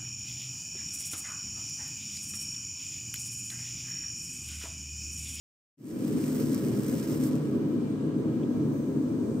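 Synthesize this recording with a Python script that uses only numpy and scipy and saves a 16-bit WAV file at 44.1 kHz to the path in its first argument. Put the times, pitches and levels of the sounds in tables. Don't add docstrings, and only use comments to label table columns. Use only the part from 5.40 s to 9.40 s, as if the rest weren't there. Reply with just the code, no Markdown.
import sys
import numpy as np
from scipy import signal
from scipy.fft import rfft, irfft
from scipy.io import wavfile
from scipy.ndimage import uniform_filter1d

SR = 44100
rng = np.random.default_rng(int(sys.argv[2]) if len(sys.argv) > 2 else 0)


def ratio(d):
    e = np.asarray(d, float) / 20
    return 10 ** e


def materialize(psi):
    bounded = np.clip(np.atleast_2d(psi).T, -1, 1)
    quanta = np.round(bounded * 32767).astype(np.int16)
    wavfile.write(sys.argv[1], SR, quanta)


N = 176400
HZ = np.maximum(np.arange(N // 2 + 1) * SR / N, 1)


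def level(x, db):
    return x * ratio(db) / np.sqrt(np.mean(x ** 2))


def by_hz(table):
    f, value = np.array(table).T
    return np.interp(np.log(HZ), np.log(f), value)


def by_time(table, column=1):
    columns = np.array(table).T
    return np.interp(np.arange(N) / SR, columns[0], columns[column])


def boosts(table):
    return sum(boost / (1 + (2 * (HZ - f) / width) ** 2) for f, width, boost in table)


def shape(x, gain):
    return irfft(rfft(x) * gain, N)


def walk(rate):
    hold = int(SR / rate)
    steps = np.repeat(rng.standard_normal(N // hold + 1), hold)
    return 1.44 * uniform_filter1d(uniform_filter1d(steps, hold), hold)[:N]


def flicker(x, own_db, rate, tilt_db):
    out = 0
    for k in range(14, 30):
        band = shape(x, np.clip(1 - abs(2 * np.log2(HZ) - k), 0, 1))
        lean_db = tilt_db * (k / 2 - np.log2(6000))
        out = out + band * ratio(own_db * walk(rate) + lean_db)
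    return out


# time in seconds, level in dB, brightness in dB per octave.
BURN = [(.4, -52, -0.5), (.74, -57, 0), (.78, -54, -1), (.96, -52.5, -0.5), (1.05, -53.5, 0),
        (1.15, -53.5, -1.5), (1.25, -53.5, -0.5), (1.55, -53, -1.5), (1.65, -53, -1), (1.8, -53, -0.5),
        (1.875, -50.5, 1.5), (1.895, -58, -1.5), (1.97, -59, -2.5), (2.0, -63.5, -2), (2.16, -66.5, 1),
        (2.19, -80, 9), (2.4, -73, 1), (2.6, -78, -1.5)]
# frequency in Hz, level in dB.
FIZZ = [(400, -34), (1000, 7.5), (2000, 6), (4000, 2.5), (8000, -0.5), (11000, -6), (16000, -4.5)]
# frequency in Hz, width in Hz, boost in dB.
NEAR_RESONANCES = [(3640, 780, -2.5), (5420, 1300, 3), (7900, 360, 2), (8600, 340, 4), (12800, 750, 4.5),
                   (13850, 700, -8), (15200, 520, 7)]


def fizz():
    bursts_per_s, scatter_db, biggest_bubble = 1900, 3.4, 4.0
    burst_db, steam_db, coherent_share = -1.5, -5.5, 0.72
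    color = ratio(by_hz(FIZZ) + boosts(NEAR_RESONANCES))
    sources = []
    for _ in range(3):
        size = ratio(scatter_db * np.minimum(rng.exponential(size=N), biggest_bubble))
        bursts = (rng.random(N) < bursts_per_s / SR) * size * rng.choice([-1, 1], N)
        steam = level(rng.standard_normal(N), steam_db)
        sources.append(level(shape(level(bursts, burst_db) + steam, color), 0))
    common, scattered = sources[0], np.array(sources[1:])
    ports = np.sqrt(coherent_share) * common + np.sqrt(1 - coherent_share) * scattered
    boiling_db = by_time(BURN) + .5 * walk(40.46) + 1.04 * walk(150)
    return flicker(ports, 0.84, 44.82, by_time(BURN, column=2)) * ratio(boiling_db)


# time in seconds, level in dB, brightness in dB per octave.
CRACKS = [(0.3822, -35.0, -13), (0.3987, -40.0, -4), (0.4585, -38.0, -4), (0.4743, -39.5, -4),
          (0.4911, -37.0, -6), (0.5035, -35.0, -5), (0.5112, -37.0, -9), (0.5681, -38.5, -8),
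          (0.6083, -39.0, -7), (0.6424, -41.0, -8), (0.6508, -38.5, -10), (0.68, -37.0, -5),
          (0.6974, -40.5, -10), (0.7115, -37.5, -7), (0.7788, -39.0, -4), (0.7852, -38.5, -6),
          (0.8142, -35.5, -4), (0.8412, -37.5, -14), (0.9223, -38.5, -7), (0.9488, -35.5, -1),
          (0.9557, -34.5, -7), (0.9642, -33.0, -6), (0.9833, -36.5, -9), (1.0056, -37.0, -4),
          (1.0239, -37.0, -9), (1.0512, -38.5, -7), (1.0703, -35.0, -8), (1.0956, -34.5, -6),
          (1.1224, -35.0, 2), (1.1319, -31.0, -2), (1.1468, -26.5, 1), (1.1514, -37.5, -7),
          (1.1701, -38.0, -8), (1.2423, -38.5, -9), (1.2489, -36.0, -8), (1.2676, -37.5, -7),
          (1.2855, -32.0, -5), (1.3384, -38.5, -12), (1.4342, -33.0, -5), (1.4465, -35.5, -8),
          (1.4838, -31.0, -1), (1.4874, -38.5, -5), (1.4977, -34.0, -8), (1.514, -36.5, -7),
          (1.5443, -37.0, -3), (1.5528, -35.5, -6), (1.5661, -38.0, -9), (1.6381, -32.0, -5),
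          (1.7, -37.5, -5), (1.7166, -34.0, -7), (1.7209, -38.0, -10), (1.7607, -36.5, -2),
          (1.8127, -36.5, -6), (1.8387, -30.0, -3), (1.9132, -42.5, -12), (1.9325, -38.5, -12),
          (1.9556, -38.0, -12), (1.9639, -44.0, -13), (1.9835, -46.5, -13), (2.0726, -45.5, -12)]


def pops():
    tail_s, tail_db, late_s = 0.0008, -18, -.0001
    size, lead_in = 512, 64
    out, t = np.zeros((2, N)), np.arange(size) / SR
    f = np.maximum(np.arange(size // 2 + 1) * SR / size, 1)
    small_source = f ** 2 / (f ** 2 + 2500 ** 2)
    for s, db, tilt_db in CRACKS:
        noise = 0.3 * rng.standard_normal(size) + 0.57 * rng.standard_normal((2, size))
        crack = ratio(tail_db) * noise * np.exp(-t / tail_s)
        crack[:, 0] = 1
        tilt = ratio(tilt_db * np.log2(np.maximum(f, 2500) / 8000))
        crack = irfft(rfft(np.roll(crack, lead_in, axis=1)) * tilt * small_source, size)
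        i = int((s + late_s) * SR) - lead_in
        out[:, i:i + size] += ratio(db + 3.5) * crack
    return out


# frequency in Hz, level in dB.
ROAR = [(12, -85), (20, -36), (43, -41), (121, -8), (255, -1.5), (528, -18.5), (807, -35), (1030, -32.5),
        (2500, -52.5), (3250, -85), (5500, -120)]
# frequency in Hz, width in Hz, boost in dB.
CHAMBER = [(114, 17.6, 4), (150.6, 17.4, 9), (215.7, 19, 4), (255.8, 24, 5), (302.8, 16.6, 8),
           (330, 29, 5.5), (398.7, 29.4, 7.5), (457, 18, 4.5), (528.4, 57, 4), (1001, 45, 6),
           (1140, 11, 10), (1279, 70, 7), (1636, 33, 10.5), (2368, 20, 13)]
# frequency in Hz, width in Hz, boost in dB.
TUBE = [(437, 7.3, 2.5), (488, 9.6, -2.5), (650, 17, 6), (739, 36, 5), (874, 18, 7), (945, 17, 3.5),
        (1415, 30, 3.5), (2986, 46, 6.5), (1886, 30, 4), (1540, 100, 2.5), (1104, 12, -2), (176.4, 30, -5),
        (276.4, 15.5, -1.5), (374, 19.5, -6), (65, 7.7, 0)]
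# frequency in Hz, share from 0 to 1.
ROAR_ALIKE = [(30, .9), (55, .985), (90, .995), (130, .96), (220, .9), (330, .84), (480, .82), (700, .35),
              (1000, .2), (2500, 0.2)]
# frequency in Hz, left minus right in dB.
ROAR_PAN = [(30, 0), (60, -5), (125, -2), (250, 0.7), (500, -4.5), (1000, -2.2), (2500, 2.5)]
# frequency in Hz, left lead in radians.
ROAR_LEAD = [(100, 0), (220, .2), (330, .1), (480, 0), (700, 1.4), (950, .3), (1400, 1.2)]
# time in seconds, level in dB.
FLAME = [(0.72, -27.5), (0.87, -30), (1.01, -28), (1.53, -29), (1.54, -26), (1.66, -32.5), (1.71, -29),
         (2.13, -29.5), (2.15, -25), (2.19, -31), (2.38, -28), (2.57, -32), (2.66, -27), (2.71, -32.5),
         (2.78, -29), (3.15, -30), (3.23, -29), (3.97, -29.5)]


def roar():
    roar_db, flame_top_hz = -27.5, 600
    color = ratio(by_hz(ROAR) + boosts(CHAMBER + TUBE))
    alike, pan_db, lead = by_hz(ROAR_ALIKE), by_hz(ROAR_PAN), by_hz(ROAR_LEAD)
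    surge = ratio(0.69 * walk(14))
    mid, side = (rfft(rng.standard_normal(N) * surge) * color for _ in range(2))
    ports = []
    for sign in (1, -1):
        mixed = np.sqrt(1 + alike) * mid + sign * np.sqrt(1 - alike) * side
        direction = ratio(sign * pan_db / 2) * np.exp(.5j * sign * lead)
        ports.append(irfft(mixed * direction, N))
    ports = np.array(ports)
    low = shape(ports, 1 / (1 + (HZ / flame_top_hz) ** 4))
    strength = level(ratio(by_time(FLAME)), 0)
    return level(ports + low * (strength - 1), roar_db)


# frequency in Hz, level in dB.
JET = [(800, -30), (1500, -5), (2500, -0.5), (4000, -2.5), (8000, -13), (10500, -21.5), (16000, -27)]
# time in seconds, level in dB, brightness in dB per octave.
FLOW = [
    (.4, -59.5, -2.5),
    (2.4, -62, -1.5),
    (2.7, -63.5, -2.5),
    (3.1, -63, -1),
    (3.3, -62.5, 0),
    (3.6, -62, 0),
    (4.0, -60.5, 2.5),
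]


def jet():
    color = ratio(by_hz(JET) + boosts(CHAMBER + TUBE))
    hiss = level(shape(rng.standard_normal((2, N)), color), 0)
    return flicker(hiss, 1.0, 3.34, by_time(FLOW, column=2)) * ratio(by_time(FLOW))


# time in seconds, level in dB.
RUB = [
    (2.0, -95),
    (2.5, -80),
    (2.78, -73),
    (2.83, -77),
    (2.93, -74),
    (3.02, -73),
    (3.037, -61),
    (3.044, -69),
    (3.052, -95),
]


def leather_rub():
    center_hz, width_hz, pan_db = 3050, 1100, -9
    band = 1 / (1 + (2 * (HZ - center_hz) / width_hz) ** 4)
    rub = level(shape(rng.standard_normal(N), band), 0)
    grain_db = 2.5 * walk(59.2)
    return rub * ratio(by_time(RUB) + grain_db) * ratio([[pan_db / 2], [-pan_db / 2]])


# frequency in Hz, level in dB.
HAY = [(3000, -16.5), (5500, -11), (6100, 5), (6500, 3), (7100, -14), (11000, -11.5), (13000, -9.5),
       (16000, -6)]
# time in seconds, level in dB.
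RUSTLE = [
    (2.0, -83),
    (2.35, -77),
    (2.6, -80),
    (2.85, -76),
    (3.2, -74.5),
    (3.5, -70),
    (3.75, -77),
    (4.0, -75.5),
]


def rustle():
    stalks = level(shape(rng.standard_normal((2, N)), ratio(by_hz(HAY))), 0)
    return stalks * ratio(by_time(RUSTLE) + 1.7 * walk(21))


# frequency in Hz, left lead in radians.
LEAD = [(500, -5.5), (2500, 1.96), (4300, 0.8), (6300, 1.5), (8700, 1.72), (12100, 1.4), (13400, 6),
        (15500, 3.5)]
# frequency in Hz, right minus left in dB.
SHADOW = [(1000, 4.5), (2500, 2.5), (4000, 0.5), (5400, 5), (7000, -3), (10000, 4), (12800, 5.5),
          (15500, 3)]
# frequency in Hz, width in Hz, boost in dB.
CAVITIES = [(8650, 540, 3.5), (9600, 600, -3), (11400, 900, -2.5), (12900, 1100, 2), (14200, 700, -2)]


def scene():
    left_path = np.exp(.5j * by_hz(LEAD)) * ratio(-by_hz(SHADOW) / 2)
    near = fizz() + shape(pops(), ratio(boosts(NEAR_RESONANCES)))
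    flame = roar()
    far = shape(jet() + leather_rub() + rustle(), ratio(boosts(CAVITIES)))
    return shape(near, np.array([left_path, 1 / left_path])) + flame + far


def roll_off(x):
    return signal.sosfilt(signal.butter(12, 15900, fs=SR, output="sos"), x)


# frequency in Hz, level in dB.
LEFT_PORT = [(1500, 0.5), (5000, 1), (6800, 4.5), (8300, 11), (9000, 11.5), (10200, 5.5), (12500, 10),
             (15400, 12.5)]
# frequency in Hz, level in dB.
RIGHT_PORT = [(1500, -1), (3700, -1.5), (5300, 4.5), (7100, 7.5), (8400, 11), (9800, 3.5), (13000, 13.5),
              (15700, 8)]


def record(dry):
    top_hz, offset = 15745, -.0006
    fade_start_s, fade_s, fade_power = 0.37, 0.32, 1.27
    dip_db = -1 / (1 + ((HZ - 2340) / 18) ** 2)
    ports = ratio([by_hz(LEFT_PORT), by_hz(RIGHT_PORT) + dip_db])
    lowpass = np.clip((top_hz - HZ) / 100 + .5, 0, 1)
    heard = shape(dry, ports * lowpass) + offset
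    fade = np.clip((np.arange(N) / SR - fade_start_s) / fade_s, 0, 1) ** fade_power
    return roll_off(heard * fade)


dry = scene()
out = record(dry)
materialize(out)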